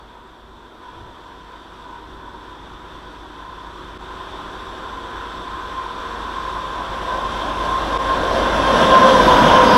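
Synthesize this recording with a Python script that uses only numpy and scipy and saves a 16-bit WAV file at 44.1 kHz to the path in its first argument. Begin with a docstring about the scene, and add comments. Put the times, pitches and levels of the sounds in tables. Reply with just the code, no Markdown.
"""Diesel train through the woods

A passenger train comes up a straight track and passes a few metres away. The engine throbs and
growls, and the wheels roar and hiss on the rails. Each axle sings on the rippled rail head, a moan
with a whine an octave above, sliding down as it goes by. Up close the running gear knocks, rasps
and squeals."""
import sys
import numpy as np
from scipy import signal
from scipy.fft import rfft, irfft, next_fast_len
from scipy.io import wavfile
from scipy.ndimage import uniform_filter1d, minimum_filter1d

SR = 44100
rng = np.random.default_rng(int(sys.argv[2]) if len(sys.argv) > 2 else 0)


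def wav_record(signal):
    """Record a signal, one row per channel, as 16-bit PCM in the file named by sys.argv[1]."""
    frames = np.transpose(np.atleast_2d(signal))
    bounded = np.clip(frames, -1, 1)
    # unit amplitude maps onto the largest positive 16-bit level
    quanta = np.round(bounded * 32767).astype(np.int16)
    wavfile.write(sys.argv[1], SR, quanta)


N = 430857
TIME = np.arange(N) / SR
SPEED_M_S, SOUND_M_S, TRACK_DISTANCE_M = 19.5, 343, 3.8


def gain_of(db):
    """Decibels to amplitude."""
    return 10 ** (np.asarray(db) / 20)


def unit_rms(x):
    """Scales to rms 1."""
    return x / np.sqrt(np.mean(abs(x) ** 2) + 1e-20)


def steadied(x, span_s=0.17):
    """Evens out the slow swells of a tone and keeps its quick beating."""
    return x / np.sqrt(abs(uniform_filter1d(x ** 2, size=int(span_s * SR))) + 1e-12)


def curve_at(points, t=TIME):
    """An automation curve at the times t."""
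    return np.interp(t, *np.transpose(points))


def spectrum_at(points, hz):
    """An EQ curve at the frequencies hz."""
    freqs, values = np.transpose(points)
    return np.interp(np.log(hz + 1), np.log(freqs), values)


def swell(peak_s, half_length_s, height, t=TIME):
    """A bell-shaped rise and fall."""
    return height * np.exp(-.5 * ((t - peak_s) / half_length_s) ** 2)


def phase_of(hz):
    """Running phase of a gliding pitch."""
    return 2 * np.pi * np.cumsum(hz) / SR


def flutter(width_hz, size=8192):
    """Slow complex noise of rms 1, about width_hz wide."""
    hz = np.fft.fftfreq(size, TIME[-1] / size)
    white = rng.standard_normal(size) + 1j * rng.standard_normal(size)
    slow = np.fft.ifft(white / (1 + (hz / width_hz) ** 2))
    return unit_rms(np.interp(TIME, np.linspace(0, TIME[-1], size), slow))


def fuzzy_tone(phase, width_hz):
    """A tone that follows the phase, spread into a line about width_hz wide."""
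    return (flutter(width_hz) * np.exp(1j * phase)).real


def band_noise(centre_hz, width_hz, size=N):
    """Noise in one broad resonance."""
    padded = next_fast_len(size, True)
    hz = np.fft.rfftfreq(padded, 1 / SR)
    spectrum = rfft(rng.standard_normal(padded)) / (1 + ((hz - centre_hz) / width_hz) ** 4)
    return unit_rms(irfft(spectrum, padded)[:size])


def passing(abeam_s):
    """Distance (m) and facing (1 oncoming, -1 leaving) of a point that goes by at abeam_s."""
    ahead_m = SPEED_M_S * (abeam_s - TIME)
    distance_m = np.hypot(ahead_m, TRACK_DISTANCE_M)
    return distance_m, ahead_m / distance_m


def doppler(abeam_s):
    """Pitch factor of a passing point: sharp on the way in, flat on the way out."""
    _, facing = passing(abeam_s)
    return 1 / (1 - SPEED_M_S / SOUND_M_S * facing)


# How well sound carries along the cutting through the trees: time_s, gain_db
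CARRY_CURVE = [(0, 1.5), (.45, -1), (.8, -0.5), (.9, 1.3), (1.9, 0.6), (3.2, -0.7), (3.97, -0.5),
               (4.13, 1.9), (5.35, 0.5), (5.6, -0.1), (8.5, -0.25), (9.77, 1)]
def approach_db(law, t=TIME, arrival_s=8.933):
    """Spreading and absorption from the nearest wheels; after arrival some are always alongside."""
    alongside_db, loss_db_per_doubling, loss_db_per_m = law
    distance_m = np.hypot(SPEED_M_S * np.maximum(arrival_s - t, 0), TRACK_DISTANCE_M)
    spreading_db = loss_db_per_doubling * np.log2(distance_m / TRACK_DISTANCE_M)
    absorbed_db = loss_db_per_m * (distance_m - TRACK_DISTANCE_M)
    return alongside_db - spreading_db - absorbed_db + curve_at(CARRY_CURVE, t)


# Crossfade from the far sound (0) to the close sound (1): time_s, close_share
CLOSE_MIX = [(0, 0.38), (3.5, 0.44), (5.5, 0.46), (7.5, 0.7), (8.8, 1), (9.77, 1)]
def air_fading_db(depth_db, rate_hz):
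    """Moving air makes a tone come and go while the train is far off."""
    return depth_db * (1 - curve_at(CLOSE_MIX)) * unit_rms(flutter(rate_hz).real)


# Treble resonances of the microphone housing: centre_hz, width_hz, gain_db
HOUSING_PEAKS = [(3190, 130, 2), (3578, 180, 6), (5660, 390, 6), (7120, 210, -2), (7640, 320, 4),
                 (8900, 350, -0.5), (9800, 350, 6), (12000, 390, 5.5)]
def housing_db(hz):
    """The bumps that the housing puts on the treble."""
    return sum(swell(centre, width, db, hz) for centre, width, db in HOUSING_PEAKS)


# A puff of wind: peak_s, half_length_s, level_db
BREEZE_GUST = (1.01, 0.075, -44)
def breeze():
    """One soft low gust on the microphone before the train is near."""
    peak_s, half_s, db = BREEZE_GUST
    return band_noise(centre_hz=50, width_hz=70) * swell(peak_s, half_s, gain_of(db))


# Fader ride of the fan: time_s, gain_db
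FAN_FADER = [(0, -58), (4.4, -54.5), (5.1, -42), (5.5, -46.5), (6.2, -38.5), (6.6, -53), (8.2, -32)]
def cooling_fan(abeam_s, pitch_hz=443, trim_db=-3):
    """The locomotive's fan hums on one wavering tone."""
    hum = steadied(fuzzy_tone(phase_of(pitch_hz * doppler(abeam_s)), width_hz=1.7))
    return hum * gain_of(curve_at(FAN_FADER) + trim_db)


# EQ of the exhaust's comb of engine orders: freq_hz, gain_db
GROWL_EQ = [(80, 5), (130, -8.5), (190, -11), (245, 0), (300, 7), (370, 1), (395, 1.5), (412, -6),
            (600, -14), (800, -40)]
def exhaust_growl(cycle_phase, even_orders_db=-6, paths=4, size=4096):
    """The uneven firing pattern repeats every cycle, arriving by several paths that fade in and out."""
    order = np.arange(size // 2 + 1)
    hz = order * CYCLE_RATE[0][1]
    in_band = (hz > GROWL_EQ[0][0]) & (hz < GROWL_EQ[-1][0])
    comb = gain_of(spectrum_at(GROWL_EQ, hz) + even_orders_db * (order % 2 == 0)) * in_band
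    position = cycle_phase / (2 * np.pi) % 1 * size
    growl = np.zeros(N)
    for _ in range(paths):
        cycle = irfft(comb * np.exp(2j * np.pi * rng.random(len(order))))
        growl += np.interp(position, np.arange(size), cycle) * flutter(width_hz=1.43).real
    return steadied(growl, span_s=0.19)


# The firing order and its neighbours: cycle_multiple, relative_db
BOOM_ORDERS = [(2, -19), (3, -10), (4, -24), (5, -11), (6, 0.5), (7, -15), (8, -17), (9, -8.5), (12, -16.5),
               (14, -13.5), (18, -17.5), (21, -13.5), (27, -12.5), (33, -16), (39, -15.5), (43, -9),
               (44, -14.5), (45, -16)]
def engine_boom(cycle_phase, rough=0.07, rough_per_order=0.018):
    """Unequal cylinders throb against the firing order; higher tones waver more through the trees."""
    boom = np.zeros(N)
    for order, db in BOOM_ORDERS:
        phase = round(order) * cycle_phase + 2 * np.pi * rng.random()
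        waver = (rough + rough_per_order * order) * fuzzy_tone(phase, width_hz=1.7)
        boom += gain_of(db) * unit_rms(np.cos(phase) + waver)
    return boom * gain_of(air_fading_db(depth_db=3.5, rate_hz=8))


# Engine cycles, each firing every cylinder once: time_s, rate_hz
CYCLE_RATE = [(0, 8.15), (3, 8.14), (5.5, 8.11), (9.77, 8.11)]
# Fader ride of boom and growl, muffled as the nose goes by, full from the flank: time_s, gain_db
ENGINE_FADER = [(0, -50.5), (1.4, -50.5), (2.1, -46), (3.7, -45), (4.35, -42), (4.8, -42.5), (6.1, -40),
                (7.6, -34), (8.6, -29), (9.05, -39), (9.24, -27), (9.5, -30), (9.77, -51)]
# Growl against boom: time_s, relative_db
GROWL_BALANCE = [(0, -5), (2.5, -0.5), (4.3, -1.5), (5.4, -1.5), (6.6, -9), (8.3, -1)]
def engine(abeam_s=9.3, trim_db=-1.5):
    """Boom, growl and fan of a diesel at steady revs, dropping in pitch as it passes."""
    cycle_phase = phase_of(curve_at(CYCLE_RATE) * doppler(abeam_s))
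    drone = engine_boom(cycle_phase) + exhaust_growl(cycle_phase) * gain_of(curve_at(GROWL_BALANCE))
    return drone * gain_of(curve_at(ENGINE_FADER) + trim_db) + cooling_fan(abeam_s)


# Brief swells and ebbs in roar and rail ring: peak_s, half_length_s, roar_lift_db, rail_ring_lift_db
ROAR_SWELLS = [(4.35, .3, 0.5, 0), (5.193, 0.06, 1, 3.5), (7.752, 0.62, 4.5, -1.5), (9.36, 0.11, 1, 1.5)]
# How each band grows on the approach: alongside_db, loss_db_per_doubling, loss_db_per_m
BODY_RUMBLE = (-20, 5.57, 0.0048)
SLEEPER_ROAR = (-19, 4.93, 0.041)
RAIL_RINGING = (-23, 2.55, 0.091)
WHEEL_HISS = (-25.5, 3, 0.076)
def rolling_levels_db(t):
    """Levels of rumble, roar, rail ring and hiss; the middle two briefly swell and ebb."""
    roar_lift = sum(swell(s, half, db, t) for s, half, db, _ in ROAR_SWELLS)
    ring_lift = sum(swell(s, half, db, t) for s, half, _, db in ROAR_SWELLS)
    return [approach_db(BODY_RUMBLE, t), approach_db(SLEEPER_ROAR, t) + roar_lift,
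            approach_db(RAIL_RINGING, t) + ring_lift, approach_db(WHEEL_HISS, t)]


# Ranges of rumble, roar, rail ring and hiss: low_hz, high_hz
NOISE_BANDS = [(130, 420), (580, 900), (1150, 1500), (2500, 6000)]
# Colour of the rolling noise from afar and close by: freq_hz, gain_db
FAR_EQ = [(20, -76), (55, -80), (115, -76.5), (160, -75), (250, -73), (370, -66.5), (560, -77.5),
          (840, -70.5), (980, -67), (1170, -70.5), (1530, -73), (2150, -86.5), (2900, -85.5), (3400, -78.5),
          (5300, -98), (6700, -101), (8000, -99), (9200, -108), (14500, -113)]
CLOSE_EQ = [(20, -63), (55, -47.5), (120, -53.5), (225, -42.5), (420, -46), (620, -37), (820, -43.5),
            (990, -37), (1170, -42), (1600, -45.5), (2150, -57.5), (3200, -56.5), (7000, -75),
            (11500, -84.5), (14500, -100)]
def rolling(patchy_db=0.82, flicker_db=0.27, sway_db=0.43, trim_db=2.0, frame=2048, hop=512):
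    """Rough wheels on rough rails: a roar that fills out as it nears and flickers in the moving air."""
    hz = np.fft.rfftfreq(frame, 1 / SR)
    t = np.arange(N // hop + 5) * hop / SR
    close = curve_at(CLOSE_MIX, t)[:, None]
    colour_db = (1 - close) * spectrum_at(FAR_EQ, hz) + close * spectrum_at(CLOSE_EQ, hz)
    # lift each band to its own level, crossfading between band centres
    power = gain_of(colour_db + housing_db(hz)) ** 2
    band_power = [power[:, (hz >= low) & (hz < high)].sum(1) for low, high in NOISE_BANDS]
    lift_db = np.transpose(rolling_levels_db(t) - 10 * np.log10(band_power))
    centres_hz = np.sqrt(np.prod(NOISE_BANDS, axis=1))
    crossfades = np.array([spectrum_at(np.c_[centres_hz, solo], hz) for solo in np.eye(len(centres_hz))])
    real, imag, patches = rng.standard_normal((3, len(t), len(hz)))
    patches = unit_rms(uniform_filter1d(uniform_filter1d(patches, size=6, axis=0), size=20, axis=1))
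    flicker = unit_rms(uniform_filter1d(rng.standard_normal(len(t)), size=5))[:, None]
    sway = unit_rms(uniform_filter1d(rng.standard_normal(lift_db.shape), size=12, axis=0))
    shape_db = colour_db + (lift_db + sway_db * sway) @ crossfades + trim_db
    shape_db += patchy_db * patches + flicker_db * flicker
    spectra = (real + 1j * imag) * gain_of(shape_db)
    _, roar = signal.istft(spectra.T, nperseg=frame, noverlap=frame - hop)
    return roar[:N] * np.sqrt(3 / 4)


# Wheel modes, set against the hiss: pitch_hz, width_hz, relative_db
RING_MODES = [(1685, 13, -15), (2256, 8.9, -21), (3326, 17, -17.5), (4300, 15, -20), (4460, 11, -36),
              (5970, 15, -31)]
def wheel_ring(abeam_s=9.0):
    """Steel wheels ring faintly in their own modes under the hiss."""
    phase_per_hz = phase_of(doppler(abeam_s))
    ring = sum(gain_of(db) * fuzzy_tone(hz * phase_per_hz, width) for hz, width, db in RING_MODES)
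    return ring * gain_of(approach_db(WHEEL_HISS))


# Fader ride of the scrape: time_s, level_db
SCRAPE_FADER = [(0, -108), (9.1, -62), (9.25, -38), (9.55, -52), (9.7, -33), (9.77, -33)]
# A short swell of very high hiss as the train passes: peak_s, half_length_s, level_db
TREBLE_SIZZLE = (9.38, .12, -56)
def flange_scrape(sizzle_db=-23):
    """A flange rubs the rail: a bright hiss with a fine sizzle on top."""
    peak_s, half_s, db = TREBLE_SIZZLE
    rub = gain_of(curve_at(SCRAPE_FADER))
    hiss = band_noise(centre_hz=4800, width_hz=500)
    sizzle = band_noise(centre_hz=13000, width_hz=2000)
    return hiss * rub + sizzle * (gain_of(sizzle_db) * rub + swell(peak_s, half_s, gain_of(db)))


# The squeal: peak_s, half_length_s, level_db, pitch_hz, width_hz
SQUEAL_NOTE = (9.5, 0.3, -43, 6059.5, 36)
def flange_squeal(abeam_s=10.0):
    """One flange squeals thinly, sliding down as it comes abeam."""
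    peak_s, half_s, db, pitch_hz, width_hz = SQUEAL_NOTE
    tone = fuzzy_tone(phase_of(pitch_hz * doppler(abeam_s)), width_hz)
    return tone * swell(peak_s, half_s, gain_of(db))


# Rasps under the closest wheels: peak_s, half_length_s, level_db
RASP_CUES = [(8.828, 0.018, -27), (8.925, .02, -27.5), (9.104, 0.039, -30), (9.22, .025, -42),
             (9.31, 0.013, -27), (9.44, .012, -32), (9.497, 0.03, -26.5), (9.567, .01, -28),
             (9.617, 0.035, -32)]
def rail_rasps():
    """Each close wheel draws a short rasp from the rail head."""
    envelope = sum(swell(s, half, gain_of(db)) for s, half, db in RASP_CUES)
    return band_noise(centre_hz=3120, width_hz=380) * envelope


# Hits of the running gear: start_s, gain_db, centre_hz, width_hz, decay_s
KNOCK_CUES = [(8.69, -21, 710, 700, 0.014), (8.795, -18, 300, 120, 0.019), (8.906, -20.5, 264, 109, 0.094),
              (8.945, -20, 1800, 2600, 0.023), (9.031, -17, 250, 90, 0.043), (9.264, -13, 290, 120, 0.025),
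              (9.28, -17, 650, 400, 0.016), (9.32, -27, 960, 300, 0.014), (9.41, -11, 216, 89, 0.06),
              (9.45, -17.5, 340, 130, 0.023), (9.495, -8, 850, 302, 0.015), (9.532, -4, 845, 350, 0.011),
              (9.68, -16, 253, 50, 0.03)]
def bogie_knocks(attack_s=0.0045):
    """Short jolts of the passing bogies, each dying away in one broad resonance."""
    out, t = np.zeros(N), np.arange(SR // 2) / SR
    for start_s, db, centre_hz, width_hz, decay_s in KNOCK_CUES:
        envelope = gain_of(db) * (1 - np.exp(-t / attack_s)) * np.exp(-t / decay_s)
        knock = band_noise(centre_hz, width_hz, len(t)) * envelope
        slot = out[round(start_s * SR):][:len(t)]
        slot += knock[:len(slot)]
    return out


# Ripples crossed per second as the train gathers speed: time_s, rate_hz
RIPPLE_RATE = [(0, 481.5), (1, 484.3), (3.3, 489), (4.5, 492.3), (6.6, 497.3), (7.9, 500), (9.77, 500)]
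def ripple_phase(abeam_s):
    """Phase of the rail ripples under one axle, with its own Doppler slide."""
    return phase_of(curve_at(RIPPLE_RATE) * doppler(abeam_s))


# The singing axles and their balance: abeam_s, moan_db, whine_db
SINGING_AXLES = [(9.22, -8, 0), (9.35, -6, 1), (9.691, -2, -4), (9.83, -7.5, -2), (10.15, -4.5, -2)]
# Swells and ebbs with the depth of the ripples: peak_s, half_length_s, whine_lift_db, moan_lift_db
RIPPLE_SURGES = [(0.2, 0.04, 5.5, 14), (.5, .06, -4, 0), (.62, .035, 5, 0), (0.748, .04, -6, 0),
                 (0.878, 0.044, 5, -1), (1.06, 0.08, 2, 4), (1.363, 0.12, 3.5, 8), (1.53, 0.025, 6, 6),
                 (1.69, 0.026, -6, 0), (1.924, 0.06, 5.5, -1), (2.087, .04, -6, 2), (2.3, 0.09, 2, 3),
                 (2.622, 0.02, 2, 6), (2.79, 0.027, 4.5, 2), (2.93, .035, 0, 9), (3.224, 0.1, -6.5, 0.5),
                 (3.85, 0.13, -3.5, 2), (4.4, 0.23, -2, -4), (4.75, 0.05, -5.5, 5), (5.228, 0.034, 3, -1),
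                 (5.42, 0.018, -2, -3), (5.648, 0.16, 3.5, -6), (5.793, .02, 7, 6), (6.18, 0.049, -4, 0),
                 (6.475, 0.18, 3.5, 0), (6.926, 0.011, 5, 3), (7.124, 0.11, 3.5, 4),
                 (7.634, 0.093, 2.5, -6), (7.884, 0.019, -8, 1), (7.935, 0.033, 5.5, 7.5),
                 (8.3, 0.096, -3, 5), (8.547, 0.051, -5, -8), (8.784, 0.0081, -13, -4),
                 (8.99, .012, -6, -10), (9.152, .02, 4, 1), (9.242, 0.01, -10, 0), (9.414, 0.045, -1, -6)]
# How the moan grows: alongside_db, loss_db_per_doubling, loss_db_per_m
MOAN_APPROACH = (-20.5, 5.5, 0.12)
def axle_moan(forward_db=3, blur=0.86):
    """Each axle moans at the ripple rate, louder ahead than behind and blurring as it goes by."""
    moan = np.zeros(N)
    for abeam_s, moan_db, _ in SINGING_AXLES:
        phase = ripple_phase(abeam_s)
        distance_m, facing = passing(abeam_s)
        tone = steadied(fuzzy_tone(phase, width_hz=2.7))
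        tone += blur * (1 - facing) * fuzzy_tone(phase, width_hz=20)
        moan += tone * gain_of(moan_db + forward_db * facing) / distance_m
    surge_db = sum(swell(s, half, db) for s, half, _, db in RIPPLE_SURGES)
    return steadied(moan, span_s=0.14) * gain_of(approach_db(MOAN_APPROACH) + surge_db)


# Harmonics of the moan: ripple_multiple, width_hz, relative_db
MOAN_HARMONICS = [(3, 2.6, -1), (4, 7.8, -14.5), (5, 12, -15.5), (6, 13, -14)]
# How they grow: alongside_db, loss_db_per_doubling, loss_db_per_m
HARMONICS_APPROACH = (-27.5, 3.9, 0.12)
def moan_overtones():
    """The ripples also drive higher harmonics, steadier than the moan itself."""
    overtones = np.zeros(N)
    for abeam_s, moan_db, _ in SINGING_AXLES:
        phase = ripple_phase(abeam_s)
        distance_m, _ = passing(abeam_s)
        tones = sum(gain_of(db) * fuzzy_tone(k * phase, width) for k, width, db in MOAN_HARMONICS)
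        overtones += tones * gain_of(moan_db) / distance_m
    return steadied(overtones) * gain_of(approach_db(HARMONICS_APPROACH))


# Side tones around the whine: ripple_multiple, width_hz, relative_db, far_lift_db
CLUSTER_TONES = [(1.825, 12, -10, 15), (1.934, 2.5, 0, 3), (1.925, 30, 2, 4.5), (2.04, 63, -1.5, -1),
                 (2.9, 14, -8, 4.5)]
# How much of the far lift is in: time_s, far_share
FAR_MIX = [(0, 0.95), (3.3, 1), (5.2, 0.2), (9.77, 0.07)]
def whine_cluster(phase, distance_m, close_db=-9):
    """A haze of tones around one axle's whine, thinning as the axle comes close."""
    far = curve_at(FAR_MIX)
    cluster = sum(gain_of(db + far_db * far) * fuzzy_tone(k * phase, width)
                  for k, width, db, far_db in CLUSTER_TONES)
    return cluster * gain_of(close_db * np.sqrt(TRACK_DISTANCE_M / distance_m))


# How the whine grows: alongside_db, loss_db_per_doubling, loss_db_per_m
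WHINE_APPROACH = (-17.5, 2.67, 0.11)
def axle_whine(shield_db=0.5, bounce_depth=0.19, bounce_hz=13):
    """Each axle whines at twice the ripple rate, trembling as the wheels bounce on the ripples."""
    whine = np.zeros(N)
    for abeam_s, _, whine_db in SINGING_AXLES:
        phase = ripple_phase(abeam_s)
        distance_m, _ = passing(abeam_s)
        tone = steadied(fuzzy_tone(2 * phase, width_hz=1.6)) + whine_cluster(phase, distance_m)
        shadow_db = shield_db * np.minimum(distance_m / TRACK_DISTANCE_M, 3)  # bodies hide far wheels
        whine += tone * gain_of(whine_db - shadow_db) / distance_m
    surge_db = sum(swell(s, half, db) for s, half, db, _ in RIPPLE_SURGES)
    level_db = approach_db(WHINE_APPROACH) + surge_db + air_fading_db(depth_db=2, rate_hz=4)
    bounce = unit_rms(1 + bounce_depth * unit_rms(flutter(bounce_hz).real))
    return steadied(whine, span_s=0.086) * bounce * gain_of(level_db)


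# Howls: peak_s, half_length_s, level_db, axle_number (from 1), ripple_multiple (1 moan, 2 whine)
HOWL_CUES = [(7.503, 0.024, -21.5, 1, 2), (7.753, 0.028, -19, 1, 2), (8.12, 0.016, -19.5, 1, 2),
             (8.28, 0.015, -19.5, 1, 2), (8.715, 0.02, -23.5, 5, 1), (8.752, 0.017, -17, 1, 2),
             (8.926, 0.024, -14, 3, 1), (8.934, 0.016, -10, 1, 2), (8.971, 0.013, -6.5, 1, 2),
             (9.036, 0.011, -11.5, 1, 2), (9.07, 0.047, -17.5, 1, 1), (9.113, 0.055, -10.5, 5, 1),
             (9.197, 0.0095, -13, 1, 2), (9.294, 0.01, -10, 2, 2), (9.327, 0.0076, -9, 2, 2),
             (9.405, 0.019, -13.5, 2, 2), (9.58, 0.039, -13, 4, 2), (9.613, 0.043, -22, 3, 1),
             (9.76, 0.015, -12.5, 3, 2)]
def wheel_howls():
    """A wheel meets deep ripples and flares into a clean tone at its own axle's sliding pitch."""
    phases = [ripple_phase(abeam_s) for abeam_s, _, _ in SINGING_AXLES]
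    out = np.zeros(N)
    for peak_s, half_s, db, axle, multiple in HOWL_CUES:
        phase = multiple * phases[axle - 1] + 2 * np.pi * rng.random()
        out += np.sqrt(2) * np.cos(phase) * swell(peak_s, half_s, gain_of(db))
    return out


# EQ of the stereo side signal: freq_hz, gain_db
SIDE_EQ = [(120, -95), (260, -76), (1100, -98), (1800, -20), (3800, -18.5), (6000, -22.5), (8000, -60)]
def stereo(mid, abeam_s=8.8, phase_rad=0.89, spread=0.54, side_db=-3.0):
    """Centred at first; the treble widens slightly as the train comes close."""
    size = next_fast_len(N, True)
    response = gain_of(spectrum_at(SIDE_EQ, np.fft.rfftfreq(size, 1 / SR))) * np.exp(1j * phase_rad)
    side = irfft(rfft(mid, size) * response, size)[:N]
    distance_m, _ = passing(abeam_s)
    width = np.maximum.accumulate(TRACK_DISTANCE_M / distance_m)  # opens up and stays open
    side *= gain_of(side_db) * width ** spread
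    return np.array([mid - side, mid + side])


def scene():
    """The whole train and a breath of wind, in stereo."""
    bed = rolling() + wheel_ring() + engine() + breeze()
    running_gear = flange_scrape() + flange_squeal() + rail_rasps() + bogie_knocks()
    singing = axle_moan() + moan_overtones() + axle_whine() + wheel_howls()
    return stereo(bed + running_gear + singing)


# The level dips briefly: start_s, recovery_s
LEVEL_DIPS = [(3.978, 0.014), (7.977, 0.013)]
def record(dry, self_noise_db=-73, ceiling=1.0, cutoff_hz=15315):
    """Microphone colour and self-noise, two brief dips, a fast limiter and a low-pass."""
    size = next_fast_len(N + 2048, True)
    housing = gain_of(housing_db(np.fft.rfftfreq(size, 1 / SR)))
    mix = irfft(rfft(dry, size) * housing, size)[:, :N]
    mix += gain_of(self_noise_db) * rng.standard_normal(N)
    for start_s, recovery_s in LEVEL_DIPS:
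        dip = np.where(TIME < start_s, 1, 1 - np.exp(-abs(TIME - start_s) / recovery_s))
        mix *= uniform_filter1d(dip, size=40)
    limiter_gain = np.minimum(1, ceiling / (abs(mix).max(0) + 1e-9))
    mix *= uniform_filter1d(minimum_filter1d(limiter_gain, size=201), size=201)
    low_pass = signal.firwin(511, cutoff_hz, window=("kaiser", 9), fs=SR)
    return signal.oaconvolve(mix, low_pass[None], "same")


dry = scene()
out = record(dry)
wav_record(out)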